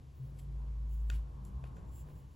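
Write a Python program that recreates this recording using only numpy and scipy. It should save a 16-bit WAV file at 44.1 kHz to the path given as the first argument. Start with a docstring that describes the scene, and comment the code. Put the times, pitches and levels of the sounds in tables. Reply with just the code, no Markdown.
"""A small, quiet room, where a metal crochet hook works yarn close to a pair of microphones.
A low drone, probably a motor outdoors, swells and fades over muffled traffic and the room's air.
Fingers rub and shift, and yarn slides over the hook with a fine hiss of stick-slip friction.
The hook ticks against fingernails, each impact exciting its briefly ringing modes."""
import sys
import numpy as np
from scipy import signal
from scipy.fft import rfft, irfft, next_fast_len
from scipy.io import wavfile
from scipy.ndimage import uniform_filter1d

SR = 44100
rng = np.random.default_rng(int(sys.argv[2]) if len(sys.argv) > 2 else 0)


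def waveform_to_disk(signal):
    """Save audio, clipped to [-1, 1], as 16-bit WAV at the path in sys.argv[1]."""
    frames = np.transpose(np.atleast_2d(signal))
    scaled = np.clip(frames, -1, 1) * 32767
    samples = np.round(scaled).astype(np.int16)
    wavfile.write(sys.argv[1], SR, samples)


N = 103635
TIME = np.arange(N) / SR
FFT_SIZE = next_fast_len(N + 4096)
BIN_HZ = np.arange(FFT_SIZE // 2 + 1) * SR / FFT_SIZE


def undb(db):
    """Amplitude ratio of a level in decibels."""
    return 10 ** (np.asarray(db) / 20)


def unit(x):
    """Normalisation to rms 1."""
    return x / np.sqrt(np.mean(x ** 2) + 1e-30)


def curve(rows, axis=TIME):
    """Linear interpolation of a two-column table."""
    return np.interp(axis, *np.array(rows).T)


def colour(x, spectrum):
    """Zero-phase filtering by rows of f/Hz, gain/dB."""
    hz, db = np.array(spectrum).T
    gain = undb(np.interp(np.log(np.maximum(BIN_HZ, 1)), np.log(hz), db))
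    return irfft(rfft(x, FFT_SIZE) * gain, FFT_SIZE)[:N]


def spread(mid, side, width):
    """Mid-side stereo: the filtered side adds on the left and subtracts on the right."""
    return mid + colour(side, width) * np.array([[1], [-1]])


def walk(rate_hz):
    """Random modulation: smoothed Gaussian steps, rms 1."""
    hold = int(SR / rate_hz)
    steps = np.repeat(rng.standard_normal(N // hold + 2), hold)
    return unit(uniform_filter1d(uniform_filter1d(steps, hold), hold)[:N])


def diffuse_noise(spectrum, width):
    """A diffuse field: noise only partly coherent between left and right."""
    mid, side = (unit(colour(rng.standard_normal(N), spectrum)) for _ in range(2))
    return spread(mid, side, width)


# Spectrum of the room's air: f/Hz, relative level/dB
AIR_SPECTRUM = [(100, 13.5), (1500, 3), (3000, 3), (5000, -1), (7500, -2.5), (10000, -3), (12500, -5.5),
                (14000, -12), (15000, -33), (16000, -17)]
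# Its stereo width: f/Hz, side re mid/dB
AIR_WIDTH = [(500, -6), (1500, -3), (3000, -9.5), (4500, -34), (14000, -9.5)]
def air():
    """Stationary broadband noise: a smooth, faint hiss."""
    return diffuse_noise(AIR_SPECTRUM, AIR_WIDTH) * undb(-74.5)


# Spectrum of far traffic: f/Hz, relative level/dB
TRAFFIC_SPECTRUM = [(20, -7), (33, -7), (45, -6), (65, 9.5), (100, 1), (140, -2.5), (190, -7.5), (270, -15),
                    (420, -18.5), (750, -28.5), (1100, -31.5), (1400, -34), (2200, -46), (5000, -77.5)]
# Its envelope: t/s, level/dB
TRAFFIC_ENVELOPE = [(0, -55), (0.17, -55), (0.3, -51.5), (0.65, -50.5), (0.85, -52), (1.05, -52),
                    (1.4, -51), (1.75, -48), (2.05, -51.5), (2.35, -56)]
# Stereo width of traffic and hollow resonance: f/Hz, side re mid/dB
DISTANT_WIDTH = [(30, -24), (70, -15.5), (140, -9), (300, -6), (550, -3), (1100, -1.5), (3000, -5.5)]
def traffic():
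    """Transmission loss rises with frequency, so the walls pass mostly rumble."""
    rumble = diffuse_noise(TRAFFIC_SPECTRUM, DISTANT_WIDTH)
    flicker_db = walk(20)
    return rumble * undb(curve(TRAFFIC_ENVELOPE) + flicker_db)


# Spectrum of a hollow resonance: f/Hz, relative level/dB
HOLLOW_SPECTRUM = [(400, -23), (750, -2.5), (950, 3.5), (1100, 3.5), (1250, -6.5), (1500, -17.5),
                   (3000, -53)]
# Its envelope: t/s, level/dB
HOLLOW_ENVELOPE = [(0, -79.5), (0.57, -75.5), (0.62, -67.5), (0.68, -72), (0.85, -74), (1.05, -72),
                   (1.3, -70.5), (1.65, -66), (1.95, -69.5), (2.35, -76)]
def hollow_resonance():
    """A broad resonance: a band of noise near 1 kHz swells slowly."""
    return diffuse_noise(HOLLOW_SPECTRUM, DISTANT_WIDTH) * undb(curve(HOLLOW_ENVELOPE))


def tone(hz, wander):
    """Frequency modulation: a sine of rms 1 drifts by the fraction `wander`."""
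    cycles = np.cumsum(hz * (1 + wander * walk(5.99))) / SR
    return np.sqrt(2) * np.sin(2 * np.pi * (cycles + rng.random()))


# Envelope of the drone: t/s, level/dB
DRONE_ENVELOPE = [(0, -62), (0.18, -75), (0.27, -50), (0.46, -44), (0.54, -40), (0.68, -38.5), (0.8, -37),
                  (0.9, -37), (1.02, -34), (1.18, -33), (1.27, -43.5), (1.37, -48), (1.44, -44.5),
                  (1.55, -45), (1.8, -55), (1.92, -53), (2.05, -52), (2.35, -60)]
# Wavering hums above it: start t/s, end t/s, f/Hz, level/dB
DRONE_HUMS = [(-0.1, 0.125, 130, -55), (0.193, 0.265, 130, -46), (0.265, 0.745, 135, -51),
              (0.745, 1.33, 135, -56), (1.33, 1.76, 132, -52), (1.8, 2.02, 130, -54.5),
              (2.02, 2.17, 144, -54.5), (2.17, 2.27, 135, -60), (1.38, 1.6, 192, -60),
              (1.57, 1.85, 165, -60), (1.5, 1.62, 65, -46), (1.87, 2.0, 64, -48)]
def drone(fade_s=0.02, unsteady_db=2.0):
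    """Amplitude modulation: a deep tone swells and fades while higher hums come and go."""
    out = tone(hz=54.5, wander=0.0048) * undb(curve(DRONE_ENVELOPE))
    for start, end, hz, db in DRONE_HUMS:
        gate = np.clip(np.minimum(TIME - start, end - TIME) / fade_s + 0.5, 0, 1)
        out += gate * tone(hz, wander=0.016) * undb(db + unsteady_db * walk(11.07))
    return out


def strokes(rows):
    """Incoherent strokes add in power, each a Gaussian bell as it speeds up and slows."""
    powers = (undb(db) ** 2 * np.exp(-np.pi * ((TIME - at) / length) ** 2) for at, length, db in rows)
    return np.sqrt(sum(powers))


def stick_slip(slips_per_s=6000, scatter_db=2):
    """Stick-slip friction: dense, random impulses of uneven size."""
    slips = rng.random(N) < slips_per_s / SR
    return slips * rng.standard_normal(N) * undb(scatter_db * rng.standard_normal(N))


def friction(spectrum, rows):
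    """Source and filter: slips are shaped in spectrum, then swell with each stroke."""
    return unit(colour(stick_slip(), spectrum)) * strokes(rows)


# Fingers rubbing handle and loop; hook scraping skin and nail: centre t/s, duration/s, level/dB
RUB_STROKES = [(0.395, 0.025, -76), (1.785, 0.024, -56), (1.99, 0.059, -64), (2.1, 0.048, -58.5),
               (2.19, 0.066, -67)]
SCRAPE_STROKES = [(0.394, 0.017, -72.5), (1.145, 0.053, -68.5), (1.662, 0.047, -78.5), (1.768, 0.014, -76),
                  (2.095, 0.042, -81)]
# Their spectra: f/Hz, relative level/dB
RUB_SPECTRUM = [(200, 18), (450, 15.5), (1000, 0), (1600, -3), (2200, -11), (2900, -13), (4000, -18),
                (6000, -17), (12000, -56)]
SCRAPE_SPECTRUM = [(500, -4), (1500, -10), (2200, 1), (3000, -1), (4100, -1.5), (6000, -10.5), (7600, -10),
                   (11000, -2), (16000, -18)]
def fingers(rub_rough_db=2.5, scrape_rough_db=3.6):
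    """Sliding friction: skin rubs with a dull grain, and the hook scrapes it more brightly."""
    rub = friction(RUB_SPECTRUM, RUB_STROKES) * undb(rub_rough_db * walk(90))
    scrape = friction(SCRAPE_SPECTRUM, SCRAPE_STROKES) * undb(scrape_rough_db * walk(150))
    return rub + scrape


# Stereo width of the reverberation: f/Hz, side re mid/dB
ROOM_WIDTH = [(400, -5), (1500, -4), (3000, -12), (4500, -17), (14000, -13)]
def room(x, t60_s=0.25, build_s=0.012):
    """Reverberation: diffuse reflections build up, then decay exponentially."""
    t = TIME[:SR // 2]
    envelope = (1 - np.exp(-t / build_s)) * np.exp(-np.log(1000) * t / t60_s)
    responses = (unit(envelope * rng.standard_normal(len(t))) / np.sqrt(len(t)) for _ in range(2))
    mid, side = (signal.fftconvolve(x, response)[:N] for response in responses)
    return spread(mid, side, ROOM_WIDTH)


# Pulls of yarn: centre t/s, duration/s, hiss level/dB, whistle level/dB, whistle f/Hz, sheen level/dB
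YARN_PULLS = [(0.178, 0.044, -84, -99, 7340, -70), (0.265, 0.068, -80, -93, 7400, -74),
              (0.395, 0.013, -68, -70.5, 7700, -81), (0.4, 0.06, -73, -83, 7700, -87),
              (0.944, 0.057, -72.5, -78.5, 7100, -66), (1.003, 0.012, -80, -78, 7100, -90),
              (1.025, 0.12, -79, -91, 7100, -73), (1.136, 0.073, -71.5, -76, 7640, -71),
              (1.469, 0.038, -73.5, -79.5, 7500, -88), (1.778, 0.04, -84, -78, 7200, -94),
              (1.885, 0.028, -80, -81, 7260, -84), (1.975, 0.063, -66.5, -68.5, 7400, -62),
              (2.102, .06, -80, -88, 7300, -74), (2.179, 0.065, -77, -86, 7300, -73),
              (2.34, 0.085, -83, -90, 7300, -84)]
# Spectra of the fibres' hiss and its airy sheen: f/Hz, relative level/dB
HISS_SPECTRUM = [(1500, -22), (2300, -16), (2950, 4.5), (3800, -7), (5000, -3.5), (6500, -15), (8400, -4),
                 (9700, 10), (11000, 0), (13000, 9), (15800, -15)]
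SHEEN_SPECTRUM = [(9000, -35), (13000, -12), (14500, -3.5), (16000, 4.5)]
def yarn(bandwidth_hz=800, rough_db=1.3, room_db=-22):
    """Stick-slip of fibres on the hook: a fine hiss and a resonant whistle, pitched pull by pull."""
    whistle = np.zeros(N)
    for at, length, _, db, hz, _ in YARN_PULLS:
        resonance = signal.iirpeak(hz, hz / bandwidth_hz, SR)
        band = signal.lfilter(*resonance, signal.lfilter(*resonance, stick_slip()))
        whistle += unit(band) * strokes([(at, length, db)])
    hiss = friction(HISS_SPECTRUM, [(at, length, db) for at, length, db, *_ in YARN_PULLS])
    sheen = friction(SHEEN_SPECTRUM, [(at, length, db) for at, length, *_, db in YARN_PULLS])
    slide = (hiss + sheen + whistle) * undb(rough_db * walk(69.64))
    return slide + undb(room_db) * room(slide)


def mode(t, hz, t60_s):
    """Free vibration of a damped oscillator."""
    return np.exp(-np.log(1000) * t / t60_s) * np.sin(2 * np.pi * hz * t)


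def excitation_db(hz, tilt, accent_hz, accent_db=4.5, width_octaves=0.3):
    """An impact's spectrum: a tilt about 3 kHz and an accent set by where the hook is struck."""
    accent = accent_db * np.exp(-(np.log2(hz / accent_hz) / width_octaves) ** 2)
    return tilt * np.log2(hz / 3000) + accent


# Hook on nail: t/s, relative level/dB, tilt/(dB/octave), room send/dB, knock/dB, contact/s, accent f/Hz
HOOK_TICKS = [(1.1003, -42.5, -0.5, -9.5, -18, 0.000068, 1550),
              (1.4509, -62.5, 14.5, -8.5, -30, .0001, 11000), (1.64, -58.5, -4, -5, 5.5, 0.00042, 2500),
              (1.768, -64.5, -7, -2, -12, 0.00045, 1590), (2.087, -69.5, -15, -2, 7, .0007, 1800)]
# Modes of the hook held in the fingers: f/Hz, relative level/dB, T60/s
HELD_HOOK_MODES = [(1434, 3.5, 0.015), (1870, -8, 0.021), (2532, -0.5, 0.021), (3120, -2.5, 0.011),
                   (3580, 0.5, 0.011), (4590, -5.5, 0.013), (5830, -6.5, 0.011), (6780, -3, 0.0078),
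                   (7500, -5.5, 0.018), (10020, -15, 0.026), (12200, -19, 0.0094), (15000, -35, .007)]
# Spectrum of a tick as the room returns it: f/Hz, relative level/dB
TAIL_SPECTRUM = [(700, -6.5), (1400, 2), (2100, -3.5), (2900, 3), (4200, -8), (6000, -9.5), (7500, -11),
                 (11000, -26), (16000, -36)]
def hook(detune=0.0096, crack_s=0.0015, crack_db=-14.5):
    """Impact excites a crack and damped modes; soft contact slows the onset and adds a dull knock."""
    t = TIME[:SR // 40]
    direct, to_room = np.zeros(N), np.zeros(N)
    for at, db, tilt, room_db, knock_db, contact_s, accent_hz in HOOK_TICKS:
        ring = np.zeros(len(t))
        for k, (hz, mode_db, t60_s) in enumerate(HELD_HOOK_MODES):
            amplitude = (-1) ** k * undb(mode_db + excitation_db(hz, tilt, accent_hz))
            ring += amplitude * mode(t, hz * (1 + detune * rng.standard_normal()), t60_s)
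        crack = unit(rng.standard_normal(len(t)) * np.exp(-t / crack_s))
        onset = 1 - np.exp(-t / contact_s)
        metal = unit(onset * (unit(ring) + undb(crack_db) * crack))
        finger_knock = undb(knock_db) * unit(onset * mode(t, hz=600, t60_s=0.006))
        start = int(at * SR)
        direct[start:start + len(t)] += undb(db) * (metal + finger_knock) / 2
        tail = [(hz, tail_db + excitation_db(hz, tilt, accent_hz)) for hz, tail_db in TAIL_SPECTRUM]
        burst = colour(signal.unit_impulse(N, start), tail)
        to_room += undb(db + room_db) * unit(burst) * np.sqrt(len(t) / N) / 2
    return direct + room(to_room)


def scene():
    """Superposition of the hands close by and the room's background."""
    return hook() + yarn() + fingers() + drone() + traffic() + hollow_resonance() + air()


# Left microphone relative to right: f/Hz, phase/rad
LEFT_PHASE = [(550, 0), (700, -.5), (870, -2.4), (1200, -2.7), (1380, -3.7), (1550, -5.3), (1800, -5.95),
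              (3600, -6.28), (7250, -6.28), (7800, -7.1), (8800, -9.4), (9300, -9.7), (10900, -12.5),
              (11600, -12.7), (13000, -15.6), (13700, -16), (14600, -18.8)]
# Their balance: f/Hz, left re right/dB
LEFT_BALANCE = [(60, 0.5), (140, 1.8), (500, 0.5), (1300, .3), (2600, 2.5), (4000, 0.8), (5500, 1),
                (8000, 0)]
def record(dry, cutoff_hz=15900):
    """Interchannel phase and level differences: the left lags and is slightly louder; the top is cut."""
    balance = undb(curve(LEFT_BALANCE, BIN_HZ) / 2)
    lag = np.exp(1j * curve(LEFT_PHASE, BIN_HZ))
    response = np.array([balance * lag, 1 / balance])
    pair = irfft(rfft(dry, FFT_SIZE) * response, FFT_SIZE)[:, :N]
    lowpass = signal.ellip(10, 0.2, 80, cutoff_hz, fs=SR, output="sos")
    return signal.sosfilt(lowpass, pair)


dry = scene()
out = record(dry)
waveform_to_disk(out)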